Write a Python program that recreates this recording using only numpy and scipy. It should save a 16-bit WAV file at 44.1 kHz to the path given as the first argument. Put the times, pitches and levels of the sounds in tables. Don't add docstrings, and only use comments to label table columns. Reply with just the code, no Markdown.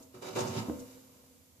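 import sys
import numpy as np
from scipy import signal
from scipy.fft import rfft, irfft
from scipy.io import wavfile
from scipy.ndimage import uniform_filter1d

SR = 44100
rng = np.random.default_rng(int(sys.argv[2]) if len(sys.argv) > 2 else 0)


def wav_out(sig):
    wavfile.write(sys.argv[1], SR, np.round(np.clip(np.atleast_2d(sig).T, -1, 1) * 32767).astype(np.int16))


N = 70560
T = np.arange(N) / SR

# time in seconds, level in dB.
HISS_RIDE = [(0, -60.5), (.12, -66), (.3, -61), (.7, -57), (.9, -58), (1.1, -62.5), (1.6, -67)]
HUM_RIDE = [(0, -57.5), (.1, -64.5), (.3, -57.5), (.68, -45.5), (.755, -45), (.825, -45.5), (.875, -57),
            (.94, -57), (1.05, -60), (1.3, -67), (1.6, -76)]
FORCE_RIDE = [(0, -59.5), (.09, -73.5), (.138, -68), (.146, -55), (.212, -61.5), (.225, -49), (.29, -46),
              (.325, -49.5), (.353, -53.5), (.361, -37.5), (.39, -37.5), (.45, -41.5), (.53, -45.5),
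              (.58, -42), (.65, -49), (.71, -50.5), (.78, -59), (1.05, -70), (1.25, -69.5), (1.4, -78.5),
              (1.6, -73.5)]
JUDDER_RIDE = [(0, -66), (.11, -77), (.15, -56.5), (.2, -57.5), (.24, -67), (.35, -45), (.38, -42.5),
               (.5, -40.5), (.54, -47), (.575, -36), (.61, -42.5), (.635, -58), (.72, -53.5), (.87, -58.5),
               (1.1, -67.5), (1.6, -70.5)]
GRIT_RIDE = [(0, -70), (.05, -77), (.07, -94), (.125, -79), (.145, -61.5), (.21, -71.5), (.225, -52.5),
             (.29, -49.5), (.315, -55), (.348, -54.5), (.36, -43.5), (.405, -42), (.445, -49.5),
             (.485, -50.5), (.525, -50.5), (.58, -43), (.64, -56.5), (.72, -65), (.82, -66.5), (.94, -64.5),
             (1.0, -71.5), (1.3, -76.5), (1.6, -90)]

# frequency in Hz, relative spectral level in dB.
RUMBLE_EQ = [(25, -39), (50, -16), (85, 5), (150, -6.5), (260, -2), (400, -21), (600, -9), (1000, -31),
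             (2000, -20)]
HISS_EQ = [(300, -13), (1000, -2.5), (2000, -9), (4000, -6), (6300, -1.5), (7100, 3), (8000, -2),
           (9000, -4.5), (12500, 0), (14500, -1.5)]
RUB_EQ = [(60, -35), (120, -1.5), (250, 1), (400, -3), (600, 0.5), (720, -4.5), (950, -5), (1200, -3.5),
          (1600, -13), (3000, -28)]
GRIT_EQ = [(700, 1.5), (1500, -2), (2000, 3.5), (2800, 2), (3200, -3.5), (3700, 3.5), (4800, -1),
           (5800, -0.5), (7000, -0.5), (8000, -9), (10500, -8), (14000, -11)]
SEAT_EQ = [(70, -37), (280, -8), (600, 4.5), (1000, -12), (1600, -17), (3000, -37), (8000, -65)]

# frequency in Hz, likeness from 0 (unrelated) to 1 (mono).
STEREO_LIKENESS = [(60, 0.94), (130, 1), (280, 0.84), (620, 0.5), (1350, 0), (14000, 0.0098)]
# frequency in Hz, pan in dB (left minus right).
STEREO_LEAN = [(60, -11), (130, -0.5), (280, 0.5), (560, -0.5), (1100, -4), (2500, -0.5), (6000, -1),
               (9000, 1), (12500, -4.5)]
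# pitch in Hz, relative level in dB, t60 in seconds, pan in dB.
HUM_MODES = [(259.5, -1, 1, -0.5), (481.6, -6.5, 2.48, 0.5), (507, -14.5, 1, -0.5)]
# pitch in Hz, relative level in dB when rubbed and when struck,
# t60 in seconds, pan in dB.
BODY_MODES = [(261.3, -13, -5, 0.57, 2), (300.4, -19, -2.5, 0.32, -3), (378.2, 1, -24, 0.46, -10.5),
              (489, -3.5, -9.5, 1.2, 5.5), (517, -7.5, -13.5, 1.7, 4.5), (577.7, -9, -11.5, .5, -15),
              (660.7, -11, -8.5, 0.35, -1), (758, -9, -33, 0.22, 6.5), (889.9, -8, -39, .4, -4.5),
              (918, -10.5, -14, 0.32, -18), (973.5, -8, -27, 0.73, 10), (1062, -14, -29, 0.56, 11.5),
              (1301, -20.5, -20, 0.22, -18.5), (1417, -20.5, -44, 0.43, 9), (2700, -16, -47, 0.14, 6.5),
              (2996, -19.5, -37, 0.18, 6)]
# pitch in Hz, relative level in dB, t60 in seconds.
PLATE_MODES = [(111, 2, .5), (147, -3, .45), (181, -4, .4), (228, -2, .4)]
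# start in seconds, gain in dB before the attack softens it, thud
# pitch in Hz, attack in seconds, thud t60 in seconds, boom and body ring in dB relative to the thud.
KNOCKS = [(.004, -44.5, 259, 0.0035, 0.057, -30, -22), (0.1405, -45.5, 367.4, 0.0023, 0.22, -16, -44),
          (.358, -37, 381, 0.0017, 0.21, -35, -22), (0.567, -31.5, 146, 0.0033, 0.05, -47, -16),
          (0.603, -31, 220, 0.0015, 0.14, -50, -24), (0.6847, -24.5, 236.5, 0.00068, 0.039, -20.5, -27.5),
          (.6950, 3.5, 283, 0.0069, .015, -47, -50)]
# peak time in seconds, level in dB, width in seconds, centre in Hz.
SWISHES = [(.005, -69.5, 0.03, 5940), (0.032, -56, 0.0068, 7000), (.403, -42.5, 0.015, 6700),
           (.485, -49, 0.019, 6330), (0.581, -48.5, 0.01, 4530), (.8, -53, 0.0076, 6900)]

SLIPS_PER_S, SLIP_SPREAD_DB = 2500, 3.5
PING_HZ, PING_DB, PING_T60_S = 644, -65, 1
RUB_TRIM_DB, BODY_TRIM_DB, PLATE_TRIM_DB = -1.5, -3.5, -4.5
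FIRM_DB, RING_GROWTH = -43, 0.22
GRIT_DIRECT_DB, GRIT_RING_DB, GRIT_T60_S = -2, -0.5, 0.13
BOOM_HZ, BOOM_T60_S = 77, 0.18
TWIN_GAIN, TWIN_OFFSET_HZ = 0.49, (3.62, 13.22)
SEAT_S, SEAT_DB, SEAT_T60_S = .6975, -31.5, 0.029
ROOM_T60_S, ROOM_DB = 0.59, -10.5


def from_db(db):
    return 10 ** (np.asarray(db) / 20)


def rms_one(x):
    return x / np.sqrt(np.mean(x ** 2) + 1e-20)


def fader(ride):
    return from_db(np.interp(T, *np.transpose(ride)))


def decay(t, t60):
    return from_db(-60 * t / t60)


def pan(db):
    return from_db(np.array([[db], [-db]]) / 2)


def at_hz(curve, hz):
    freqs, values = np.transpose(curve)
    return np.interp(np.log(hz + 1), np.log(freqs), values)


def low_cut(x, hz, order):
    return signal.sosfilt(signal.butter(order, hz, "high", fs=SR, output="sos"), x)


def stereo(mid, side, hz):
    alike = at_hz(STEREO_LIKENESS, hz)
    return np.sqrt(1 + alike) * mid + np.sqrt(1 - alike) * side * [[1], [-1]]


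def colour(pair, eq):
    hz = np.arange(N // 2 + 1) * SR / N
    mid, side = rfft(pair) * from_db(at_hz(eq, hz))
    lean = from_db(at_hz(STEREO_LEAN, hz) / 2 * [[1], [-1]])
    return rms_one(irfft(stereo(mid, side, hz) * lean, N))


def flicker(depth_db, window=300):
    drift = uniform_filter1d(uniform_filter1d(rng.standard_normal(N), window), window)
    return from_db(depth_db * rms_one(drift))


def slips():
    sizes = from_db(SLIP_SPREAD_DB * np.minimum(rng.exponential(1, (2, N)), 4))
    signs = rng.choice([-1, 1], (2, N))
    released = rng.random((2, N)) < SLIPS_PER_S / SR
    return rms_one(sizes * signs * released)


def rubbed_mode(hz, t60, window=2400):
    radius, angle = decay(1 / SR, t60), 2 * np.pi * hz / SR
    feedback = [1, -2 * radius * np.cos(angle), radius * radius]
    mid, side = signal.lfilter([0, np.sin(angle)], feedback, slips() + 1e-18)
    ringing = stereo(mid, side, hz)
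    power = uniform_filter1d(np.mean(ringing ** 2, axis=0), window)
    return ringing / np.sqrt(power + 1e-12)


def struck_mode(t, hz, t60):
    return -np.sin(2 * np.pi * hz * t) * decay(t, t60)


def room_rumble(db=-64.5):
    return from_db(db) * colour(rng.standard_normal((2, N)), RUMBLE_EQ)


def sliding_hiss():
    return fader(HISS_RIDE) * colour(rng.standard_normal((2, N)), HISS_EQ)


def stove_hum():
    modes = sum(from_db(db) * pan(pan_db) * rubbed_mode(hz, t60) for hz, db, t60, pan_db in HUM_MODES)
    return modes * fader(HUM_RIDE) * flicker(depth_db=2, window=1200)


def ping():
    return from_db(PING_DB) * decay(T, PING_T60_S) * np.sin(2 * np.pi * PING_HZ * T)


def pressed(ride):
    drive = fader(ride)
    return drive * (drive / from_db(FIRM_DB)) ** RING_GROWTH


def scrape():
    rough = from_db(RUB_TRIM_DB) * colour(slips(), RUB_EQ) * flicker(depth_db=1.5)
    body = sum(from_db(BODY_TRIM_DB + db) * pan(pan_db) * rubbed_mode(hz, t60, window=2000)
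               for hz, db, _, t60, pan_db in BODY_MODES)
    plate = sum(from_db(PLATE_TRIM_DB + db) * rubbed_mode(hz, t60) for hz, db, t60 in PLATE_MODES)
    judder = plate * pan(db=-2.5) * pressed(JUDDER_RIDE)
    return low_cut(rough * fader(FORCE_RIDE) + body * pressed(FORCE_RIDE) + judder, hz=94, order=6)


def grit(mode_count=300):
    clicks, t = slips(), T[:SR // 5]
    mode_hz = rng.uniform(1300, 9500, mode_count)
    modes = np.sin(2 * np.pi * mode_hz[:, None] * t)
    response = rng.standard_normal((2, mode_count)) @ modes * decay(t, GRIT_T60_S)
    ringing = signal.fftconvolve(clicks, response, axes=1)[:, :N]
    rasp = from_db(GRIT_DIRECT_DB) * colour(clicks, GRIT_EQ)
    sheen = from_db(GRIT_RING_DB) * colour(ringing, GRIT_EQ)
    return (rasp + sheen) * fader(GRIT_RIDE) * flicker(depth_db=1)


def knocks():
    out = np.zeros((2, N))
    for start, db, thud_hz, attack_s, thud_t60, boom_db, ring_db in KNOCKS:
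        t = np.maximum(T - start, 0)
        thud = struck_mode(t, thud_hz, thud_t60)
        boom = from_db(boom_db) * struck_mode(t, BOOM_HZ, BOOM_T60_S)
        hit = (thud + boom) * pan(db=-2.5)
        for hz, _, mode_db, t60, pan_db in BODY_MODES:
            twin = TWIN_GAIN * struck_mode(t, hz + rng.uniform(*TWIN_OFFSET_HZ), t60)
            hit += from_db(ring_db + mode_db) * pan(pan_db) * (struck_mode(t, hz, t60) + twin)
        attack = 1 - np.exp(-(t / attack_s) ** 2)
        out += from_db(db) * attack * hit
    return out


def edge_swishes():
    out = np.zeros((2, N))
    for peak_s, db, width_s, hz in SWISHES:
        swell = np.exp(-.5 * ((T - peak_s) / width_s) ** 2)
        band_eq = [(hz / 4, -30), (hz / 2, -15), (hz, 0), (hz * 2, -30)]
        out += from_db(db) * swell * colour(slips(), band_eq)
    return out


def seating_clack():
    burst = decay(np.maximum(T - SEAT_S, 0), SEAT_T60_S) * (T > SEAT_S)
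    return from_db(SEAT_DB) * burst * colour(slips(), SEAT_EQ)


def workshop_reverb(x, predelay_s=.006):
    flat_eq = [(100, 0), (14000, 0)]
    tail = colour(rng.standard_normal((2, N)), flat_eq) * decay(T, ROOM_T60_S) * (T > predelay_s)
    return from_db(ROOM_DB) * signal.fftconvolve(x, rms_one(tail) / np.sqrt(N), axes=1)[:, :N]


def scene():
    steel = grit() + scrape() + knocks() + seating_clack() + edge_swishes()
    steel = low_cut(steel, hz=55, order=4)
    return steel + workshop_reverb(steel) + stove_hum() + ping() + room_rumble() + sliding_hiss()


def record(dry):
    cutoff_hz = 14450
    return signal.sosfilt(signal.ellip(12, .1, 75, cutoff_hz, fs=SR, output="sos"), dry)


dry = scene()
out = record(dry)
wav_out(out)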